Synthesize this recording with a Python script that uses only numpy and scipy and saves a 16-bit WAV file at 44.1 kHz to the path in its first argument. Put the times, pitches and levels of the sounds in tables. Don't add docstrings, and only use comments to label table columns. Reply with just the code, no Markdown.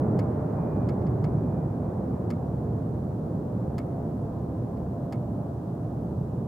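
import sys
import numpy as np
from scipy import signal
from scipy.fft import rfft, irfft, next_fast_len
from scipy.io import wavfile
from scipy.ndimage import uniform_filter1d

SR = 44100
rng = np.random.default_rng(int(sys.argv[2]) if len(sys.argv) > 2 else 0)


def rack_gain(trim_db):
    fader = np.asarray(trim_db, float)
    return 10 ** (fader / 20)


def generate_wav(signal):
    frames = np.transpose(np.atleast_2d(signal))
    scaled = np.clip(frames, -1, 1) * 32767
    pcm = np.round(scaled).astype(np.int16)
    wavfile.write(sys.argv[1], SR, pcm)


N = 285327
BLADES = 28

# (time [s], gain [dB], clarity above the rumble [dB/octave])
AIR_FOCUS = [(0, 2.5, -0.48), (.4, -1.1, 0.92), (.75, 0.1, .5), (1.35, 1.94, -0.55), (1.7, -1.3, 0.42),
             (2.1, 0.25, -0.2), (2.45, -1, 0), (2.85, 0.15, -0.15), (3.2, -0.7, -0.25), (3.5, 0, -0.2),
             (3.9, -1.9, 1.03), (4.2, -0.7, 0.3), (4.63, -0.5, 0.14), (5.1, -2.1, 0.95), (5.35, -0.4, 0.4),
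             (5.7, -2.45, 1.14), (6.15, 0.9, 0), (6.47, 0.8, 0.5)]
# (frequency [Hz], density [dB per Hz])
EXHAUST_COLOUR = [(18, -48.5), (38, -16.5), (53, -20.5), (68, -5.5), (92, -5.5), (110, 1.5), (155, -0.5),
                  (300, -8.5), (500, -15.5), (790, -21.5), (1150, -31.5), (1750, -45.5), (2300, -57),
                  (4500, -94)]
# (frequency [Hz], side minus mid [dB])
SCATTERED_SHARE = [(30, -18.5), (70, -36.5), (140, -30.5), (250, -14.5), (360, -17), (520, -4), (1000, -3),
                   (2000, -6), (3500, 5)]
# (multiple of the shaft rate [1], level [dB])
SHAFT_ORDERS = [(4, -53), (5, -51), (6, -53), (7, -49.5), (8, -56), (9, -58), (10, -70), (11, -64),
                (12, -64), (BLADES, -86)]
# (multiple of the shaft rate [1], start [s], length [s], gain [dB])
TONE_CLEARINGS = [(BLADES, .57, .31, 16), (BLADES, 1.27, .38, 12), (BLADES, 1.65, .25, 9),
                  (BLADES, 2.08, .15, 8), (8, 3.75, 2.3, 12.5), (12, 4.3, 1.2, 7), (5, 0, .7, 6),
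                  (7, 0, .8, 3), (6, 1.45, .9, 8), (8, 1.2, .8, 6), (7, 2.5, .7, 3), (6, 3.2, .5, 5),
                  (6, 4.4, .8, 7), (7, 3.4, .9, 3), (7, 4.9, 1.3, 4)]
# (frequency [Hz], density [dB per Hz])
HISS_COLOUR = [(1470, -25.5), (2500, -0.5), (7440, -5), (8290, -5), (9460, -5.5), (14100, -6.5),
               (15200, -4.5), (15900, -7)]
# (frequency [Hz], level [dB])
ELECTRONIC_WHISTLES = [(8392, -99), (10202, -99.5), (10777, -100.5), (12587, -99)]
# (time [s], peak [dB], left minus right [dB],
# share of treble reaching the ports [0-1])
SHUTTER_RELEASES = [
    (0.19, -41, 3.5, 0.9),
    (.888, -43, 3, 0.67),
    (1.018, -61, -4, .3),
    (1.066, -52.5, 2, 0.1),
    (1.2411, -43.5, 4, 0.63),
    (2.303, -41.5, 3.5, 0.93),
    (3.7813, -40.5, 4, 1),
    (4.7693, -60.5, .5, 0.42),
    (5.124, -43, 4, 1),
]
# (time after start [ms], level [dB], brightness [1])
MECHANISM_BLOWS = [(0, -16, 1.2), (0.508, -6.5, 1.4), (1.123, -0.5, 1), (2.1, 0.5, 1), (4.09, 2, 0.6),
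                   (5.298, -1, 0.8), (7.494, 1, 0.9), (9.52, -4.5, 0.9), (11.7, -22, 0.4), (12.46, -9, 0.6),
                   (16.2, -9.5, 0.3), (18.79, -1.5, 0), (20.24, -5.5, 0), (27.5, -15, 0.2), (34, -11, .4)]
# (frequency [Hz], level [dB], 60 dB decay time [s])
BODY_MODES = [(1290, 3, 0.023), (1650, -10.5, 0.02), (1800, -3.5, 0.026), (2157, 1.5, 0.027),
              (2550, -5, .01), (2960, -8, .01), (3450, -9.5, 0.0089), (3790, -10.5, 0.0081),
              (4470, -3, 0.006), (4700, -2.5, 0.0053), (5160, -5.5, 0.007), (6220, -8.5, 0.0043),
              (6830, -5, 0.0055), (7560, -12.5, .006), (8500, -13, .006), (9600, -10, .005),
              (10350, -12.5, .005), (11500, -14, .004), (12500, -17, .004), (14000, -24, .003),
              (15300, -22, .003)]

LONG = next_fast_len(N + SR)
T = np.arange(N) / SR
RUMBLE_HZ = 90.0


def shaped(colour):
    hz, db = np.transpose(colour)
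    log_hz = np.log(np.fft.rfftfreq(LONG, 1 / SR) + 1)
    envelope = rack_gain(np.interp(log_hz, np.log(hz), db))
    return rfft(rng.standard_normal(LONG)) * envelope


def level(x, db):
    return x * rack_gain(db) / np.sqrt(np.mean(x ** 2))


def walk(rate):
    hold = int(SR / rate)
    steps = np.repeat(rng.standard_normal(N // hold + 1), hold)
    slewed = uniform_filter1d(uniform_filter1d(steps, hold), hold)
    return 1.21 * slewed[:N]


def air_path():
    start_m, recedes_m_s = 560, 78
    absorption_db_per_km = 5
    s, gain_db, clarity_db = np.transpose(AIR_FOCUS)
    gain_db, clarity_db = np.interp(T, s, gain_db), np.interp(T, s, clarity_db)
    metres = recedes_m_s * T
    spread_db = gain_db - 20 * np.log10(1 + metres / start_m)

    def path_db(hz):
        absorbed_db = absorption_db_per_km * (hz / 1000) * metres / 1000
        octaves_above = max(np.log2(hz / RUMBLE_HZ) - 1, 0)
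        return spread_db - absorbed_db + clarity_db * octaves_above

    return path_db


def roar(path_db):
    flicker_db, flicker_rate_hz = 0.63, 9.0
    drift_db, drift_rate_hz = 0.3, 2.5
    rumble_gain_db_s = 1.05
    mid, side = shaped(EXHAUST_COLOUR), shaped(EXHAUST_COLOUR)
    octave = np.log2(np.fft.rfftfreq(LONG, 1 / SR) + 1)
    scatter_hz, scatter_db = np.transpose(SCATTERED_SHARE)
    out = 0
    for centre in np.arange(4, 13, 0.5):
        hz = 2 ** centre
        share = np.clip(1 - 2 * abs(octave - centre), 0, 1)
        db = path_db(hz) + rumble_gain_db_s * T / (1 + (hz / RUMBLE_HZ) ** 2)
        db = db - 10 * np.log10(np.mean(rack_gain(2 * db)))
        db = db + flicker_db * walk(flicker_rate_hz) + drift_db * walk(drift_rate_hz)
        wide = rack_gain(np.interp(centre, np.log2(scatter_hz), scatter_db))
        direct = irfft(mid * share, LONG)[:N]
        scattered = wide * irfft(side * share, LONG)[:N]
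        out = out + rack_gain(db) * (direct + scattered * np.array([[1], [-1]]))
    return level(out, -28)


def fan(path_db):
    shaft_hz, sag_hz, settles_s = 86.75, 2.2, 4.0
    waver, fade_db, clearing_edge_s = 0.00029, 1.4, 0.07
    lag_ms = 0.047
    hz = shaft_hz - sag_hz * (1 - np.exp(-T / settles_s))
    turns = np.cumsum(hz * (1 + waver * walk(6.0))) / SR
    late = hz * lag_ms / 1000 * np.array([[0], [1]])
    out = 0
    for order, db in SHAFT_ORDERS:
        db = db + path_db(order * shaft_hz) + fade_db * walk(5.0)
        for multiple, s, length, gain_db in TONE_CLEARINGS:
            if round(multiple) == round(order):
                inside_s = np.minimum(T - s, s + length - T)
                db = db + gain_db * np.clip(inside_s / clearing_edge_s + 0.5, 0, 1)
        phase = 2 * np.pi * (round(order) * (turns - late) + rng.random())
        out = out + np.sqrt(2) * rack_gain(db) * np.sin(phase)
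    return out


def hiss():
    common = 0.1
    both = shaped(HISS_COLOUR)
    noise = np.array([irfft(shaped(HISS_COLOUR) + common * both, LONG)[:N] for _ in range(2)])
    out = level(noise, -69)
    for hz, db in ELECTRONIC_WHISTLES:
        out = out + np.sqrt(2) * rack_gain(db) * np.sin(2 * np.pi * hz * T)
    return out


def release(t, rattle):
    rattle_ms, rattle_db = 1.6, -11
    hz, db, t60 = np.transpose(BODY_MODES)[:, :, None]
    rattle = signal.lfilter(*signal.butter(1, [3000, 9000], "band", fs=SR), rattle)
    sound = 0
    for ms, blow_db, bright in MECHANISM_BLOWS:
        after = np.clip(t - ms / 1000, 0, None)
        wake = np.clip(bright, 0.01, 2) ** np.log2(hz / 2000).clip(0, 1.5)
        decay = np.exp(-np.log(1000) * after / t60)
        ring = np.sum(wake * rack_gain(db) * decay * np.sin(2 * np.pi * hz * after), axis=0)
        shake_decay = (after > 0) * np.exp(-after * 1000 / rattle_ms)
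        shake = rack_gain(rattle_db) * bright * rattle * shake_decay
        sound = sound + rack_gain(blow_db) * (ring + shake)
    return sound


def shutter():
    loose, gain_db = 0.6, -7.0
    echo_db, echo_ms, gap_ms = -27, 5.0, 1.6
    t = np.arange(int(0.07 * SR)) / SR
    same = rng.standard_normal(len(t))
    echo_decay = (t > gap_ms / 1000) * np.exp(-t * 1000 / echo_ms)
    echoes = rack_gain(echo_db) * rng.standard_normal((2, len(t))) * echo_decay
    echoes[:, 0] = 1
    shade = signal.butter(2, 6000, fs=SR)
    out = np.zeros((2, N + 2 * len(t)))
    for s, peak_db, pan_db, treble in SHUTTER_RELEASES:
        snap = release(t, same + loose * rng.standard_normal(len(t)))
        snap = treble * snap + (1 - treble) * signal.lfilter(*shade, snap)
        sound = signal.fftconvolve(snap[None], echoes, axes=1)
        port_db = peak_db + gain_db + np.array([[pan_db], [-pan_db]]) / 2
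        i = int(s * SR)
        out[:, i:i + sound.shape[1]] += rack_gain(port_db) * sound
    return out[:, :N]


def scene():
    path_db = air_path()
    return roar(path_db) + fan(path_db) + hiss() + shutter()


def top_cut(x):
    return signal.sosfilt(signal.butter(12, 16030, fs=SR, output="sos"), x)


def record(dry):
    top = signal.ellip(10, 0.1, 40, 15760, fs=SR, output="sos")
    balanced = dry * rack_gain(np.array([[-0.6], [0.6]]))
    mix = signal.sosfiltfilt(top, balanced)
    return top_cut(mix)


dry = scene()
out = record(dry)
generate_wav(out)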